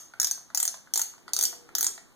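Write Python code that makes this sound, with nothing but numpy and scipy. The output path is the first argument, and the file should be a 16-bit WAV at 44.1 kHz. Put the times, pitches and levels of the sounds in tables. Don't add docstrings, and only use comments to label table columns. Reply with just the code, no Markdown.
import sys
import numpy as np
from scipy import signal
from scipy.fft import rfft, irfft
from scipy.io import wavfile

SR = 44100
rng = np.random.default_rng(int(sys.argv[2]) if len(sys.argv) > 2 else 0)


def log_audio(samples):
    frames = np.atleast_2d(samples).T
    limited = np.clip(frames, -1, 1)
    pcm = np.round(limited * 32767).astype(np.int16)
    wavfile.write(sys.argv[1], SR, pcm)


N = 94815
LEAD_S, CUTOFF_HZ = .2, 15800
LEAD = int(LEAD_S * SR)
TOTAL = N + LEAD


def from_db(db):
    return 10 ** (np.asarray(db) / 20)


def unit_rms(x):
    return x / np.sqrt(np.mean(x ** 2) + 1e-20)


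def at_level(x, db, size=176):
    return x * from_db(db) / np.sqrt(np.sum(x ** 2) / size + 1e-20)


def at_hz(points, hz):
    freqs, values = np.transpose(points)
    return np.interp(np.log(np.maximum(hz, 1)), np.log(freqs), values)


def equalise(x, curve):
    n = x.shape[-1]
    gain = from_db(at_hz(curve, np.fft.rfftfreq(2 * n, 1 / SR)))
    return irfft(rfft(x, 2 * n) * gain)[..., :n]


def add(track, s, hit):
    start = max(int((s + LEAD_S) * SR), 0)
    track[:, start:start + hit.shape[1]] += hit[:, :TOTAL - start]


# (frequency [Hz], gain [dB])
AIR_EQ = [(30, -16), (70, -7), (130, 4), (250, 1), (500, -9), (1300, -11.5), (2500, -20.5), (6000, -20),
          (16000, -28.5)]
# (pitch [Hz], level [dB])
HUM_PARTIALS = [(250, -68), (1233, -82)]
# (time [s], pitch [Hz], level [dB])
PASSING_TONE = [(1.40, 484, -82), (1.48, 486.3, -54), (1.55, 485.5, -56.5), (1.63, 480.4, -54),
                (1.67, 472, -53), (1.71, 462, -85.5)]


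def ambience(t, air_db=-57):
    air = from_db(air_db) * unit_rms(equalise(rng.standard_normal((2, TOTAL)), AIR_EQ))
    hums = sum(from_db(db) * np.sin(2 * np.pi * hz * t) for hz, db in HUM_PARTIALS)
    times, pitches, levels = np.transpose(PASSING_TONE)
    phase = 2 * np.pi * np.cumsum(np.interp(t, times, pitches)) / SR
    return air + hums + from_db(np.interp(t, times, levels)) * np.sin(phase)


# (time [s], level [dB])
RUB_ENVELOPE = [(0, -65), (.5, -83), (.65, -63), (.85, -71.5), (1.0, -65), (1.2, -61), (1.42, -47.5),
                (1.58, -57.5), (1.70, -55.5), (1.83, -46), (1.93, -55.5), (2.15, -67.5)]
# (frequency [Hz], gain [dB])
RUB_EQ = [(40, -17), (120, -8.5), (250, 1.5), (345, 3.5), (430, 1), (560, -12), (1300, -18.5),
          (2500, -22.5), (8000, -42)]


def leather_rub(t):
    friction = unit_rms(equalise(rng.standard_normal((2, TOTAL)), RUB_EQ))
    return from_db(np.interp(t, *np.transpose(RUB_ENVELOPE))) * friction


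# (frequency [Hz], time to fall 60 dB [s])
REVERB_DECAY = [(200, 0.32), (2000, 0.4), (6500, 0.36), (11000, 0.28), (16000, 0.26)]
# (frequency [Hz], gain [dB])
REVERB_EQ = [(100, -24), (350, 6), (1200, -4), (2600, 2), (6500, -3.5), (9000, -2), (12000, 0), (14500, -1),
             (16000, -13)]
PREDELAY_S = .0015


def room_reverb(x, send_db=-4, size=24000, bands=10):
    t, hz = np.arange(size) / SR, np.fft.rfftfreq(size, 1 / SR)
    white = rfft(rng.standard_normal((2, size)))
    centres = np.linspace(0, CUTOFF_HZ, bands)
    tail = np.zeros((2, size))
    for centre, share in zip(centres, np.eye(bands)):
        band = irfft(white * np.interp(hz, centres, share))
        tail += band * from_db(-60 * t / at_hz(REVERB_DECAY, centre))
    response = equalise(unit_rms(tail), REVERB_EQ) * (t > PREDELAY_S) / np.sqrt(size)
    return from_db(send_db) * signal.fftconvolve(x, response, axes=1)[:, :TOTAL]


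def with_reflections(hit, send_db=-2.5, t60_s=.05, size=2048):
    t = np.arange(size) / SR
    scatter = rng.standard_normal((2, size)) * from_db(-60 * t / t60_s) * (t > PREDELAY_S)
    low_cut = signal.butter(1, 2140, "high", fs=SR, output="sos")
    early = signal.sosfilt(low_cut, unit_rms(scatter) / np.sqrt(size))
    return signal.fftconvolve(hit[None], (t == 0) + from_db(send_db) * early, axes=1)


def contact(decay_ms, attack_ms=.84, size=1024):
    ms = np.arange(size) / SR * 1000
    attack = 1 - np.exp(-(ms / attack_ms) ** 2)
    return rng.choice([-1, 1], size) * attack * np.exp(-ms / decay_ms)


def resonate(x, hz, width_hz, db):
    radius = np.exp(-np.pi * width_hz / SR)
    feedback = [1, -2 * radius * np.cos(2 * np.pi * hz / SR), radius ** 2]
    return from_db(db) * (1 - radius ** 2) / 2 * signal.lfilter([1, 0, -1], feedback, x)


def strike(decay_ms, modes):
    return sum(resonate(contact(decay_ms), *mode) for mode in modes)


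# (frequency [Hz], width [Hz], gain [dB])
PAWL_MODES = [(5850, 1500, -9), (7210, 990, -8.5), (10000, 2400, -25)]
LOWER_MODES = [(3350, 330, -10), (4630, 1160, -3.5)]
LOOSE_DIAL_MODES = [(670, 61, 3.5), (900, 83, -0.5), (1460, 680, -7)]
# (time [s], relative level [dB], pitch [Hz], tick against knock [dB])
GRIP_CUES = [(0.136, -39, 1410, -14), (0.377, -46, 1010, -10), (0.501, -43.5, 1360, -11.5),
             (0.741, -38, 900, -3.5), (0.871, -47.5, 1400, -30), (1.137, -48.5, 990, -14),
             (1.179, -50, 1220, -3.5), (1.279, -35.5, 1280, -7), (1.290, -45.5, 1310, -1.5),
             (1.527, -40.5, 900, -14), (1.689, -42.5, 900, -11.5), (1.977, -41, 1590, -5)]


def regrips(trim_db=-3, decay_ms=1.57, width_hz=610):
    track = np.zeros((2, TOTAL))
    dull = signal.butter(3, [550, 2000], "band", fs=SR, output="sos")
    for s, db, hz, tick_db in GRIP_CUES:
        knock = signal.sosfilt(dull, strike(decay_ms, [(hz, width_hz, 3), *LOOSE_DIAL_MODES]))
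        tick = strike(decay_ms, [*PAWL_MODES, *LOWER_MODES])
        hit = at_level(knock, db) + at_level(tick, db + tick_db)
        add(track, s, with_reflections(from_db(trim_db) * hit))
    return track


# (frequency [Hz], width [Hz], gain [dB])
CRACK_MODES = [(9460, 1600, -1.5), (11570, 3100, -5.5), (15660, 3300, 3.5)]
HOUSING_MODES = [(337, 175, -7), (683, 77, 0.5), (866, 140, 1), (1370, 324, 0.5), (1756, 520, -0.5),
                 (2450, 1450, -10)]
# (time [s], gain [dB], ring pitch [Hz], relative crack [dB],
# relative lower ring [dB], relative housing knock [dB], snap decay [ms])
TOOTH_CUES = [(0.199, -9, 6200, -17.5, -33, -26, 0.86), (0.2156, -13.5, 6420, -16.5, -26, -29.5, 0.59),
              (0.2294, -15, 5850, -11.5, -35, -24.5, 1), (0.2447, -9.5, 6570, -23, -49, -31, 0.75),
              (0.2697, -19, 7000, -13, -11, -26, 0.89), (0.3113, -11.5, 6450, -20, -22, -30.5, 0.69),
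              (0.5472, -14, 6030, -14, -16, -23, 1), (0.5735, -12, 7000, -16, -23, -28.5, 1),
              (0.6006, -11.5, 7260, -15.5, -24, -29, 0.75), (0.628, -11.5, 7500, -13.5, -36, -26.5, 0.89),
              (0.6524, -16.5, 6870, -10, -14, -24, 0.98), (0.6772, -12.5, 7020, -27, -21, -28, 0.98),
              (0.9368, -11, 6720, -18, -29, -31, 0.66), (0.9573, -13, 6600, -15, -38, -23, 0.94),
              (0.9748, -11.5, 6870, -15.5, -35, -27.5, 1), (0.9936, -16.5, 7000, -12.5, -24, -19.5, 0.96),
              (1.0157, -11.5, 6420, -16.5, -45, -29, 0.75), (1.3334, -12, 6010, -12.5, -17, -28.5, 0.9),
              (1.3644, -13, 6800, -18, -14.5, -27, 0.75), (1.3891, -12, 6170, -18.5, -14.5, -25.5, 0.68),
              (1.4102, -13.5, 6570, -14, -17, -25, 0.93), (1.4256, -12.5, 6900, -11, -23, -28.5, 1),
              (1.4362, -11, 6730, -15.5, -24, -29.5, 0.9), (1.4522, -9, 5800, -18.5, -15, -39, 0.67),
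              (1.7512, -14, 6100, -12, -12.5, -23.5, 0.46), (1.7827, -14.5, 6900, -11.5, -27, -23.5, 1),
              (1.8085, -14.5, 6200, -7, -26, -24.5, 0.56), (1.8277, -12.5, 7170, -13.5, -21.5, -26, 1),
              (1.8439, -13, 6740, -16, -35, -26.5, 0.55), (1.866, -10, 6420, -27, -35, -29, 0.59)]
PREROLL_TOOTH = (-0.13, 0.5, 6392, -16, -21, -25, 2.2)


def ratchet(ring_width_hz=690, housing_decay_ms=1.08):
    track = np.zeros((2, TOTAL))
    low_cut = signal.butter(2, 3890, "high", fs=SR, output="sos")
    for s, db, hz, crack_db, lower_db, knock_db, decay_ms in [PREROLL_TOOTH, *TOOTH_CUES]:
        ring = at_level(strike(decay_ms, [(hz, ring_width_hz, 0), *PAWL_MODES]), db=-8.5)
        lower_ring = at_level(strike(decay_ms, LOWER_MODES), lower_db - 1.5)
        crack = at_level(strike(decay_ms, CRACK_MODES), crack_db + .5)
        knock = at_level(strike(housing_decay_ms, HOUSING_MODES), knock_db - .2)
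        snap = signal.sosfilt(low_cut, ring + lower_ring + crack)
        add(track, s, from_db(db) * with_reflections(snap + knock))
    return track


# (frequency [Hz], side gain [dB])
SIDE_EQ = [(40, 13), (130, -11.5), (300, -8.5), (700, -7.5), (1500, 2), (2600, 1.5), (5000, -1.5),
           (16000, 0.5)]


def scene():
    t = np.arange(TOTAL) / SR - LEAD_S
    dial = ratchet() + regrips()
    mix = dial + room_reverb(dial) + leather_rub(t) + ambience(t)
    mid, side = mix[:, LEAD:]
    side = equalise(side, SIDE_EQ)
    return np.array([mid + side, mid - side]) / 2


def record(dry):
    lag = round(.000385 * SR)
    opposite = np.pad(dry[::-1], ((0, 0), (lag, 0)))[:, :N]
    high_cut = signal.ellip(10, .3, 80, CUTOFF_HZ, fs=SR, output="sos")
    return signal.sosfilt(high_cut, dry - opposite)


dry = scene()
out = record(dry)
log_audio(out)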